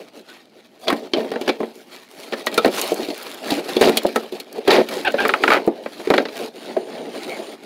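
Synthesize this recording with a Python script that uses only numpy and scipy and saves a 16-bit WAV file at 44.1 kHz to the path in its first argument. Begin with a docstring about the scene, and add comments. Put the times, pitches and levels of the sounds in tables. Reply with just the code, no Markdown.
"""A plastic wheel-well liner, worked loose and dragged out of a car, knocks on the steel fender close by.
Blows excite damped modes of the sheet; sliding friction drives it with many tiny catches.
Its edge grinds, squawks and judders by stick-slip, whines and clangs sound at single pitches, and grit ticks.
A faint outdoor background lies beneath, and the hardest blows overload the input stage."""
import sys
import numpy as np
from scipy import signal
from scipy.io import wavfile
from scipy.ndimage import uniform_filter1d

SR = 44100
rng = np.random.default_rng(int(sys.argv[2]) if len(sys.argv) > 2 else 0)


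def unload_audio(sound):
    """Save the sound as a 16-bit wav file, at the path given as the first command line argument."""
    columns = np.transpose(np.atleast_2d(sound))
    # keep every value between -1 and 1, then stretch to whole-number steps
    steps = np.round(np.clip(columns, -1, 1) * 32767)
    wavfile.write(sys.argv[1], SR, steps.astype(np.int16))


N = 337365

HZ = np.fft.rfftfreq(8192, 1 / SR)  # frequency grid of all responses
EDGE_PIVOT_HZ = 2110  # an edge pitched below it mainly clacks, one above it mainly cracks


def amp(db):
    """Level in decibels to amplitude ratio."""
    return 10 ** (np.asarray(db) / 20)


def evened(x):
    """Normalization to rms 1."""
    return x / np.sqrt(np.mean(x ** 2) + 1e-20)


def read(points):
    """Spectrum by interpolation over log frequency, as gains on the frequency grid."""
    hz, db = np.transpose(points)
    return amp(np.interp(np.log(HZ + 1), np.log(hz), db))


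def add(mix, s, sound):
    """Superposition: adds a sound to the mix from time s, cut at the end of the mix."""
    part = mix[round(s * SR):][:len(sound)]
    part += sound[:len(part)]


def causal(gain):
    """Minimum-phase impulse response of energy 1: the log gain fixes the phase by a Hilbert transform."""
    log_gain = np.log(np.maximum(gain / gain.max(), 1e-5))
    circle = np.concatenate([log_gain, log_gain[-2:0:-1]])
    spectrum = np.exp(np.conj(signal.hilbert(circle)))
    taps = np.fft.ifft(spectrum).real[:len(HZ)]
    return taps / np.linalg.norm(taps)


def wander(size, rate_hz):
    """Slow random fluctuation of rms 1, interpolated between rate_hz random values a second."""
    knots = np.arange(size) * rate_hz / SR
    return evened(np.interp(knots, np.arange(size), rng.standard_normal(size)))


def sheet(colour, between_db=-1):
    """Modal superposition: strong modes stand out of a dense mass of weaker ones."""
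    # resonances of the sheet and its stiff edge: [f/Hz, full width/Hz, level/dB before the colour]
    modes = [(228.2, 15, 6), (280.8, 20, 4), (364.6, 23, 3.5), (442, 16, 4), (556, 14, -1.5),
             (634.5, 50, 1.5), (800, 150, -2.5), (1310, 25, -1.5), (1865, 115, -2.5), (2310, 61, -2),
             (2430, 38, -9.5), (3250, 29, 0.5), (3860, 280, -5.5), (4730, 30, 1), (9650, 600, -2)]
    peaks = sum(amp(db) ** 2 / (1 + (2 * (HZ - hz) / width) ** 2) for hz, width, db in modes)
    return read(colour) * np.sqrt(amp(between_db) ** 2 + peaks)


def registers():
    """Band division of the sheet's response, from broad bending (thump) up to its surface (fizz)."""
    # colour of blows and of sliding: [f/Hz, relative level/dB per Hz]
    colour = [(40, -66), (110, -30), (170, -10), (230, -3), (400, 3), (650, -1), (1000, -7), (2000, -10),
              (4300, -8.5), (5800, -23.5), (8200, -32), (10500, -30), (15500, -34.5)]
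    # borders between thump, clack, crack and fizz: [f/Hz]
    borders_hz = [869, 2370, 6540]
    below = [0] + [1 / (1 + (HZ / hz) ** 12) for hz in borders_hz] + [1]
    gain = sheet(colour)
    return [causal(gain * np.sqrt(abs(b - a))) for a, b in zip(below, below[1:])]


def narrow_peaks(rows):
    """Sum of peak powers, with dark valleys between them; a width is the half width at -6 dB."""
    power = sum(amp(db) ** 2 / (1 + ((HZ - hz) / width) ** 2) ** 2 for hz, width, db in rows)
    return causal(np.sqrt(power))


def asperities(size, per_s, spread_db, smooth):
    """Asperity friction: sparse random catches of uneven size over a smooth hiss."""
    sizes = amp(spread_db * np.minimum(rng.exponential(1, size), 4)) * rng.choice([-1, 1], size)
    catches = evened(sizes * (rng.random(size) < per_s / SR))
    return evened(catches + smooth * rng.standard_normal(size))


def crackle(size, per_s, spread_db, cycles, count=22):
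    """Local resonance under coarse friction: catches ring spots of the surface, each at its own pitch."""
    out = np.zeros(size)
    for hz in np.geomspace(800, 15000, count):
        # the amplitude falls by a factor e in the given number of cycles
        radius, turn = np.exp(-hz / (cycles * SR)), 2 * np.pi * hz / SR
        catches = asperities(size, per_s / count * np.sqrt(hz / EDGE_PIVOT_HZ), spread_db, 0)
        spot = signal.lfilter([1, 0, -1], [1, -2 * radius * np.cos(turn), radius ** 2], catches)
        out += np.sqrt(hz) * evened(spot)
    return evened(out)


def struck(force, response):
    """Forced response by convolution, with rms 1 over its first 14 ms."""
    sound = signal.fftconvolve(force, response)[:len(force)]
    return sound / np.sqrt(np.mean(sound[:round(.014 * SR)] ** 2))


def ring(t, hz, rise_s, fall_s):
    """Damped oscillation of one mode, with rms 1 over its first 14 ms."""
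    phase = 2 * np.pi * np.cumsum(hz * np.ones(len(t))) / SR
    envelope = np.exp(-t / fall_s) * (1 - np.exp(-t / rise_s))
    return struck(np.sin(phase) * envelope, [1])


def rattle(t, ring_s, well_db, well_s):
    """Contact force as decaying noise: a short burst, then reflections inside the wheel well."""
    burst = np.exp(-t / ring_s) + amp(well_db) * np.exp(-t / well_s)
    return burst * (1 - np.exp(-t / 0.00032)) * rng.standard_normal(len(t))


def air(level_db=-57.5):
    """Stationary filtered noise: a faint outdoor background."""
    # its colour: [f/Hz, relative level/dB per Hz]
    air_colour = [(50, -12), (250, 22), (700, 1), (1500, -9), (4500, -3), (9000, -23)]
    return amp(level_db) * signal.oaconvolve(rng.standard_normal(N), causal(read(air_colour)))[:N]


def sheen(uneven_db=2):
    """Narrow-band filtering: late rubs carry a thin, uneven, airy whistle in a few narrow high bands."""
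    # the narrow bands: [f/Hz, half width/Hz, relative level/dB]
    high_bands = [(6320, 130, -2), (7060, 150, -2), (9000, 190, 1.5), (9460, 150, -3)]
    # strength of the noise, silent outside these times: [t/s, level/dB before the unevenness]
    level_curve = [(6.5, -72), (6.62, -59), (7.03, -59), (7.09, -66), (7.16, -55), (7.54, -55), (7.58, -74)]
    t = np.arange(N) / SR
    level_db = np.interp(t, *np.transpose(level_curve), left=-np.inf, right=-np.inf)
    noise = amp(level_db + uneven_db * wander(N, 20)) * rng.standard_normal(N)
    return signal.oaconvolve(noise, narrow_peaks(high_bands))[:N]


def whines(width_hz=110):
    """Resonant filtering: friction noise feeds one narrow mode, a rough, short whistle."""
    out = np.zeros(N)
    # friction holds one mode singing: [start t/s, end t/s, f/Hz, level/dB]
    whine_rows = [(0.268, 0.337, 1490, -49), (.81, 0.88, 4700, -53), (0.807, 0.88, 3480, -52),
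                  (0.82, 0.88, 740, -41), (5.178, 5.215, 1580, -23.5), (5.497, 5.55, 1290, -19),
                  (7.275, 7.37, 2200, -37)]
    for start, end, hz, db in whine_rows:
        size = round((end - start) * SR)
        force = rng.standard_normal(size) * signal.windows.tukey(size, .5)
        sound = signal.fftconvolve(force, causal(1 / (1 + ((HZ - hz) / width_hz) ** 2)))
        add(out, start, amp(db) * sound / np.sqrt(np.mean(sound[:size] ** 2)))
    return out


def grit(low_hz=3200):
    """Impulsive release: single grains snap off as bright ticks that hardly ring."""
    out, t = np.zeros(N), np.arange(SR // 25) / SR
    response = causal(HZ ** 2 / (HZ ** 2 + low_hz ** 2))
    # grit snaps off the sheet: [t/s, peak level/dB]
    snap_rows = [(.9015, -27), (2.464, -15), (2.8144, -6), (2.754, -18), (2.877, -17), (2.943, -16),
                 (3.051, -24), (3.179, -20), (3.23, -21), (3.344, -23), (3.694, -23), (3.971, -7),
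                 (4.034, -21.5), (4.4, -22), (4.528, -24), (5.05, -21), (5.121, -23), (5.2817, -13),
                 (5.666, -27)]
    for s, db in snap_rows:
        tick = signal.fftconvolve(rattle(t, 0.00096, -28, 0.011), response)
        add(out, s, amp(db) * tick / abs(tick).max())
    return out


def clangs(sharp_share=0.08, settle_s=0.008, chatter_share=0.035):
    """Damped mode of gliding pitch: the fender starts sharp, settles and chatters against the sheet."""
    out, t = np.zeros(N), np.arange(SR // 4) / SR
    # a square hit leaves the steel fender ringing: [t/s, settled f/Hz, level/dB, decay/s]
    clang_rows = [(2.578, 1290, -15, 0.011), (1.492, 2380, -32, 0.012)]
    for s, hz, db, decay_s in clang_rows:
        pitch = hz * (1 + sharp_share * np.exp(-t / settle_s) + chatter_share * wander(len(t), 800))
        add(out, s, amp(db) * ring(t, pitch, 0.003, decay_s))
    return out


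def squawks(rough=0.75):
    """Stick-slip excitation: fast, uneven pulses ring the resonances of the bent edge."""
    # resonances of the edge while it is bent: [f/Hz, half width/Hz, relative level/dB]
    bent_modes = [(690, 380, 0), (1570, 190, 2), (2640, 380, -1), (3580, 200, -9), (4250, 350, -16)]
    # one curve for each squawk: [t/s, mean slip rate f/Hz, level/dB]
    squawk_curves = [
        [(5.047, 820, -32), (5.052, 850, -16.5), (5.069, 830, -17), (5.08, 750, -14.5), (5.092, 640, -28),
         (5.104, 780, -26.5), (5.114, 780, -42)],
        [(5.178, 780, -38), (5.188, 790, -17.5), (5.198, 800, -25), (5.222, 800, -23), (5.248, 780, -28)],
    ]
    out, response = np.zeros(N), narrow_peaks(bent_modes)
    for curve in squawk_curves:
        s, rate, db = np.transpose(curve)
        t = np.arange(s[0], s[-1], 1 / SR)
        turns = np.cumsum(np.interp(t, s, rate) * (1 + .065 * wander(len(t), 700))) / SR
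        harmonics = sum(np.cos(2 * np.pi * k * turns) for k in range(1, 8))
        pulses = evened(harmonics * amp(2.1 * wander(len(t), 353)))
        force = pulses + rough * rng.standard_normal(len(t))
        sound = signal.fftconvolve(force, response)[:len(t)]
        add(out, s[0], evened(sound) * amp(np.interp(t, s, db)))
    return out


def judder(count=8, start_s=5.5178, gap_s=0.0081, start_db=-10, fade_db_per_s=194):
    """Regular stick-slip: evenly spaced slips weaken as the edge runs free, in rows [t/s, level/dB]."""
    return [(start_s + s, start_db - fade_db_per_s * s) for s in np.arange(count) * gap_s]


def slips(snap_hz=2600, edge_hz=1270, sweep_s=0.001097, ring_s=0.0051, bend_share=0.44, sheet_share=0.53):
    """Dispersion: each slip sends a bending wave along the edge, whose high part arrives first."""
    out, t = np.zeros(N), np.arange(SR // 6) / SR
    # colour of a slip: [f/Hz, relative level/dB per Hz]
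    slip_colour = [(60, -45), (200, -19.5), (400, -5), (900, -0.5), (1300, -0.5), (1700, -5.5),
                   (2400, -5.5), (3200, -13.5), (4600, -19), (6000, -33), (15000, -40)]
    # the bent edge sticks and jumps: [t/s, level/dB before the two shares]
    slip_rows = [(5.203, -17.5), (5.2504, -11.5), (5.2917, -11.5), (5.3376, -10.5), (5.4366, -8.5),
                 (5.478, -8.5), (5.503, -7)]
    response = causal(sheet(slip_colour))
    for s, db in slip_rows + judder():
        hz = edge_hz * (1 + 0.039 * rng.standard_normal()) + snap_hz * np.exp(-t / sweep_s)
        body = struck(rattle(t, ring_s, -10.5, 0.021), response)
        add(out, s, amp(db) * (bend_share * ring(t, hz, 0.0013, ring_s) + sheet_share * body))
    return out


def grinds(responses, fade_db=8.5, fizz_db=-10):
    """Forced vibration: coarse catches drive the whole sheet; edge noise fades as the pressure lets go."""
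    out = np.zeros(N)
    # the edge grinds over steel, its tilt leaning towards crack and fizz:
    # [start t/s, end t/s, thump level/dB, clack level at the start/dB, tilt/dB per register]
    grind_rows = [(0.87, 0.938, -22.5, -28.5, -7), (1.14, 1.202, -24, -36, -5),
                  (1.478, 1.507, -17.5, -27, -0.5), (2.322, 2.345, -25, -30, -3),
                  (3.812, 3.9, -13.5, -23, 1), (4.672, 4.822, -14.5, -22.5, -8),
                  (4.704, 4.774, -42, -18, -2.5), (5.198, 5.246, -31, -35, 2)]
    for start, end, thump_db, clack_db, tilt_db in grind_rows:
        size = round((end - start) * SR)
        push = asperities(size, per_s=700, spread_db=2.5, smooth=0.67)
        crunch = evened(.6 * push + crackle(size, per_s=2400, spread_db=3, cycles=3))
        edge_db = clack_db - fade_db * np.linspace(0, 1, size)
        levels_db = thump_db, edge_db, edge_db + tilt_db, edge_db + 2 * tilt_db + fizz_db
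        window = signal.windows.tukey(size, .08)
        for force, db, response in zip([push, crunch, crunch, crunch], levels_db, responses):
            add(out, start, signal.fftconvolve(force * window * amp(db), response))
    return out


def strokes(swell_db=8.5, curve=1.24, ramp_s=0.027, lean_weight_db=2.5, lean_dirt_db=-12.5):
    """Speed-dependent friction: rumble, rasp and fizz swell as each stroke speeds up, then slacken."""
    # between strokes the sheet still leans on the fender and creeps: [t/s, rasp level/dB]
    lean_curve = [(0.7, -57.5), (1.1, -49.5), (1.85, -56.5), (2.1, -57), (2.7, -44), (3.95, -42.5),
                  (4.3, -51), (4.6, -52), (5.0, -37), (5.4, -41.5), (5.75, -51), (7.6, -54)]
    # one push or pull of the sheet, with its weight (rumble) and dirt (fizz), before pressure and shares:
    # [start t/s, fastest t/s, end t/s, rasp level/dB, rumble over rasp/dB, fizz over rasp/dB]
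    stroke_rows = [(0.0, -0.005, 0.093, -42.5, 7.5, -12.5), (0.134, 0.17, 0.23, -46.5, 5, -10),
                   (0.25, 0.295, 0.43, -44, -3.5, -12.5), (0.56, 0.59, 0.68, -52, 3, -12),
                   (0.803, 0.84, 0.87, -42.5, 6.5, -4), (0.856, 0.93, 1.076, -38.5, 9.5, -11.5),
                   (1.129, 1.226, 1.3, -40.5, 11, -11.5), (1.287, 1.49, 1.575, -37.5, 7.5, -16),
                   (1.57, 1.64, 1.73, -46.5, 10, -9), (1.73, 1.76, 1.9, -49.5, 1.5, -4.5),
                   (1.887, 1.945, 2.07, -40, -4.5, -10.5), (2.1, 2.222, 2.35, -40.5, -1, -7),
                   (2.31, 2.4, 2.44, -38, 4, -10.5), (2.451, 2.557, 2.75, -34, 3, -11.5),
                   (2.709, 2.793, 2.933, -23, -3, -8.5), (2.87, 3.022, 3.14, -34.5, 5, -9),
                   (3.13, 3.237, 3.43, -34.5, -9, -9.5), (3.41, 3.542, 3.62, -29, 5.5, -11),
                   (3.634, 3.684, 3.78, -29.5, 2, -12), (3.75, 3.852, 4.13, -30, 6, -12.5),
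                   (4.08, 4.16, 4.3, -39, 2.5, -10), (4.308, 4.35, 4.44, -40, 4.5, -12),
                   (4.509, 4.555, 4.67, -41, 7.5, -14), (4.659, 4.78, 4.85, -28, 6, -14),
                   (4.885, 4.92, 5.05, -29.5, 5, -11), (5.15, 5.273, 5.4, -32.5, 8, -15),
                   (5.406, 5.545, 5.58, -27, 7, -13.5), (5.554, 5.577, 5.85, -43, 14, -16.5),
                   (5.82, 6.068, 6.33, -38.5, -1, -11), (6.11, 6.214, 6.24, -38, 13, -20),
                   (6.312, 6.416, 6.485, -32.5, 8.5, -10.5), (6.547, 6.673, 6.83, -38, 6, -13.5),
                   (6.81, 6.97, 7.12, -39.5, 11, -16), (7.102, 7.164, 7.33, -35.5, 4, -13),
                   (7.232, 7.33, 7.56, -35, 6.5, -13), (7.597, 7.647, 7.67, -45.5, 5, -14)]
    t = np.arange(N) / SR
    lean = amp(np.interp(t, *np.transpose(lean_curve)))
    power = (amp([[lean_weight_db], [0], [lean_dirt_db]]) * lean) ** 2
    for start, fastest, end, rasp_db, weight_db, dirt_db in stroke_rows:
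        on = (t > start - ramp_s / 2) & (t < end + ramp_s / 2)
        slack = np.interp(t[on], [start, fastest, end], [1, 0, 1]) ** curve
        contact = np.clip(np.minimum(t[on] - start, end - t[on]) / ramp_s + .5, 0, 1)
        colour = amp([[weight_db], [0], [dirt_db]])
        power[:, on] += contact * (colour * amp(rasp_db - swell_db * slack)) ** 2
    return np.sqrt(power)


def shifting(x, patchy_db=2.5):
    """Position-dependent modal coupling: the travelling contact favours now these modes, now those."""
    z = signal.stft(x, nperseg=512, noverlap=384)[2]
    patches = uniform_filter1d(rng.standard_normal(z.shape), size=3, axis=0)  # over frequency
    patches = evened(uniform_filter1d(patches, size=16, axis=1))  # over time
    gain = evened(amp(patchy_db * np.clip(patches, -2, 2)))
    return signal.istft(z * gain, nperseg=512, noverlap=384)[1][:N]


def rubbing(responses, clack_share=0.5, crack_share=0.49, judder_db=1.6, lumps_db=1.5):
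    """Sliding friction: dirt catches thousands of times a second, under an unsteady hand."""
    pressure = evened(amp(judder_db * wander(N, 55)))
    rumble, rasp, fizz = pressure * strokes()
    fine = asperities(N, per_s=1600, spread_db=3.7, smooth=.85)
    catches = evened(fine + .75 * crackle(N, per_s=2200, spread_db=3, cycles=2.2))
    # larger grains crunch on top
    crumbs = evened(catches + .52 * asperities(N, per_s=90, spread_db=3.4, smooth=0))
    # the heavy sheet averages the catches into a soft, lumpy rumble
    lumps = evened(rng.standard_normal(N) * amp(lumps_db * wander(N, 30)))
    forces = [lumps * rumble, catches * rasp * clack_share, crumbs * rasp * crack_share, crumbs * fizz]
    return shifting(sum(signal.oaconvolve(f, response)[:N] for f, response in zip(forces, responses)))


def knocks(responses, flex_s=0.004, flex_share=0.37, body_share=0.57, hum_share=0.25, edge_share=0.56,
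           mode_s=0.013, buckle_share=0.03, edge_steepness=2.43, dirt_crack_db=-0.5,
           gripped_s=5.75, grip_damping_db=-7):
    """Impact excitation: a blow flexes the sheet at one main pitch, rings its edge and shakes dirt loose."""
    out, t = np.zeros(N), np.arange(SR // 4) / SR
    # the sheet hits the fender, levels before the shares, the split of the edge and its damping:
    # [t/s, flexing f/Hz, thump level/dB, struck edge f/Hz, edge level/dB, loosened dirt level/dB]
    knock_rows = [(0.881, 620, -20.5, 3390, -20.5, -36.5), (0.901, 440, -29, 1077, -20, -36),
                  (0.926, 284, -14.5, 1037, -25, -40), (1.1345, 347, -15, 3120, -20, -56),
                  (1.171, 439, -14, 2300, -36, -51), (1.181, 400, -21, 2900, -37, -55),
                  (1.203, 460, -21.5, 1820, -35, -58), (1.245, 460, -25, 902, -41, -58),
                  (1.316, 444, -21, 1910, -33.5, -46), (1.336, 423, -23, 1490, -37, -54),
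                  (1.358, 461, -18.5, 896, -30, -60), (1.412, 360, -23.5, 2320, -35, -40.5),
                  (1.476, 570, -20, 1700, -28.5, -54), (1.49, 483, -16, 2307, -21, -49),
                  (1.603, 430, -16.5, 1028, -34.5, -54), (1.63, 460, -18.5, 1014, -34.5, -58),
                  (2.332, 527, -22, 1785, -27, -54), (2.468, 646, -21, 1920, -19.5, -32),
                  (2.542, 428, -36, 4200, -41, -33), (2.577, 468, -10.5, 2400, -22, -27),
                  (2.579, 360, -22, 3600, -22, -40), (2.646, 640, -9, 1850, -19, -38),
                  (2.657, 475, -10.5, 850, -24, -33), (2.668, 300, -16, 1300, -32, -46),
                  (2.678, 390, -16, 2350, -32, -42), (2.919, 450, -12, 3230, -40, -39),
                  (2.994, 343, -22, 2700, -50, -60), (3.029, 328, -26, 3800, -35, -47),
                  (3.085, 327, -23.5, 4430, -39, -47), (3.102, 315, -24, 4300, -33, -47),
                  (3.505, 374, -27, 3830, -25.5, -31.5), (3.5193, 282, -13.5, 3900, -31, -52),
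                  (3.766, 349, -11.5, 3467, -24.5, -36.5), (3.811, 422, -8, 1870, -20, -25.5),
                  (3.893, 447, -11.5, 1400, -26.5, -32), (3.971, 417, -20, 3300, -19.5, -19.5),
                  (4.049, 574, -9, 1300, -46, -59), (4.065, 520, -30, 4220, -35, -36.5),
                  (4.159, 489, -12, 1310, -21, -29.5), (4.323, 382, -24.5, 3500, -42.5, -47),
                  (4.4, 440, -37, 4300, -36, -39), (4.58, 441, -20.5, 2402, -48, -52),
                  (4.678, 387, -7, 1600, -24, -32), (4.705, 460, -30, 3850, -17, -43),
                  (4.783, 525, -8.5, 1800, -36, -56), (4.887, 394, -38, 2310, -33, -37),
                  (5.078, 580, -18, 1570, -32, -48), (5.141, 573, -13.5, 1700, -31, -59),
                  (5.567, 540, -17, 900, -32, -56), (5.675, 328.5, -6, 1200, -36.5, -46),
                  (5.86, 559, -23.5, 1055, -31, -57), (5.998, 363, -24, 1510, -38.5, -62),
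                  (6.072, 375, -17, 1500, -33, -50), (6.102, 405, -8, 1290, -16, -35),
                  (6.138, 583, -13, 1440, -16, -42), (6.179, 551, -11, 1600, -15, -42),
                  (6.2, 470, -20, 1400, -33, -59), (6.253, 460, -23.5, 1970, -29, -56.5),
                  (6.285, 420, -32, 2300, -35.5, -56), (6.766, 644, -12, 900, -33, -62)]
    for s, flex_hz, thump_db, edge_hz, edge_db, dirt_db in knock_rows:
        thump = amp(thump_db)
        body = struck(rattle(t, 0.0091, -17.5, 0.054), responses[0])
        sound = thump * (flex_share * ring(t, flex_hz, 0.0044, flex_s) + body_share * body)
        # both pitches ring on: the flexing wavers as the sheet buckles, the edge chatters
        buckle = 1 + buckle_share * wander(len(t), 110)
        chatter = 1 + .018 * wander(len(t), 600)
        # once the sheet is clear, both hands grip it and damp the ring of its edge
        ringing_db = edge_db + grip_damping_db * (s > gripped_s)
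        tones = [(flex_hz, buckle, hum_share * thump), (edge_hz, chatter, edge_share * amp(ringing_db))]
        for hz, waver, gain in tones:
            decay_s = mode_s * (1300 / hz) ** 0.28  # higher modes die sooner
            sound += gain * ring(t, hz * waver, 0.0014, decay_s)
        # the edge's power divides between clack and crack; loosened dirt also crackles below its fizz
        sharpness = (edge_hz / EDGE_PIVOT_HZ) ** edge_steepness
        clack = amp(edge_db) / np.hypot(1, sharpness)
        crack = np.hypot(clack * sharpness, amp(dirt_db + dirt_crack_db))
        sound += clack * struck(rattle(t, 0.0064, -14.5, 0.021), responses[1])
        sound += crack * struck(rattle(t, 0.0045, -10, 0.012), responses[2])
        sound += amp(dirt_db) * struck(rattle(t, 0.0059, -26, 0.012), responses[3])
        add(out, s, sound)
    return out


def scene():
    """Superposition of all contacts over the background, in one channel."""
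    responses = registers()
    blows = knocks(responses) + clangs() + slips() + grit()
    friction = grinds(responses) + rubbing(responses) + squawks() + whines() + sheen()
    return (blows + friction + air())[None]


def record(dry, ceiling=.71, band_hz=15750):
    """Soft saturation: the input stage rounds off the largest peaks; then a low-pass limits the band."""
    clipped = dry / (1 + (dry / ceiling) ** 8) ** (1 / 8)
    lowpass = signal.firwin(401, band_hz, window=("kaiser", 9), fs=SR)
    return signal.oaconvolve(clipped, lowpass[None], "same")


dry = scene()
out = record(dry)
unload_audio(out)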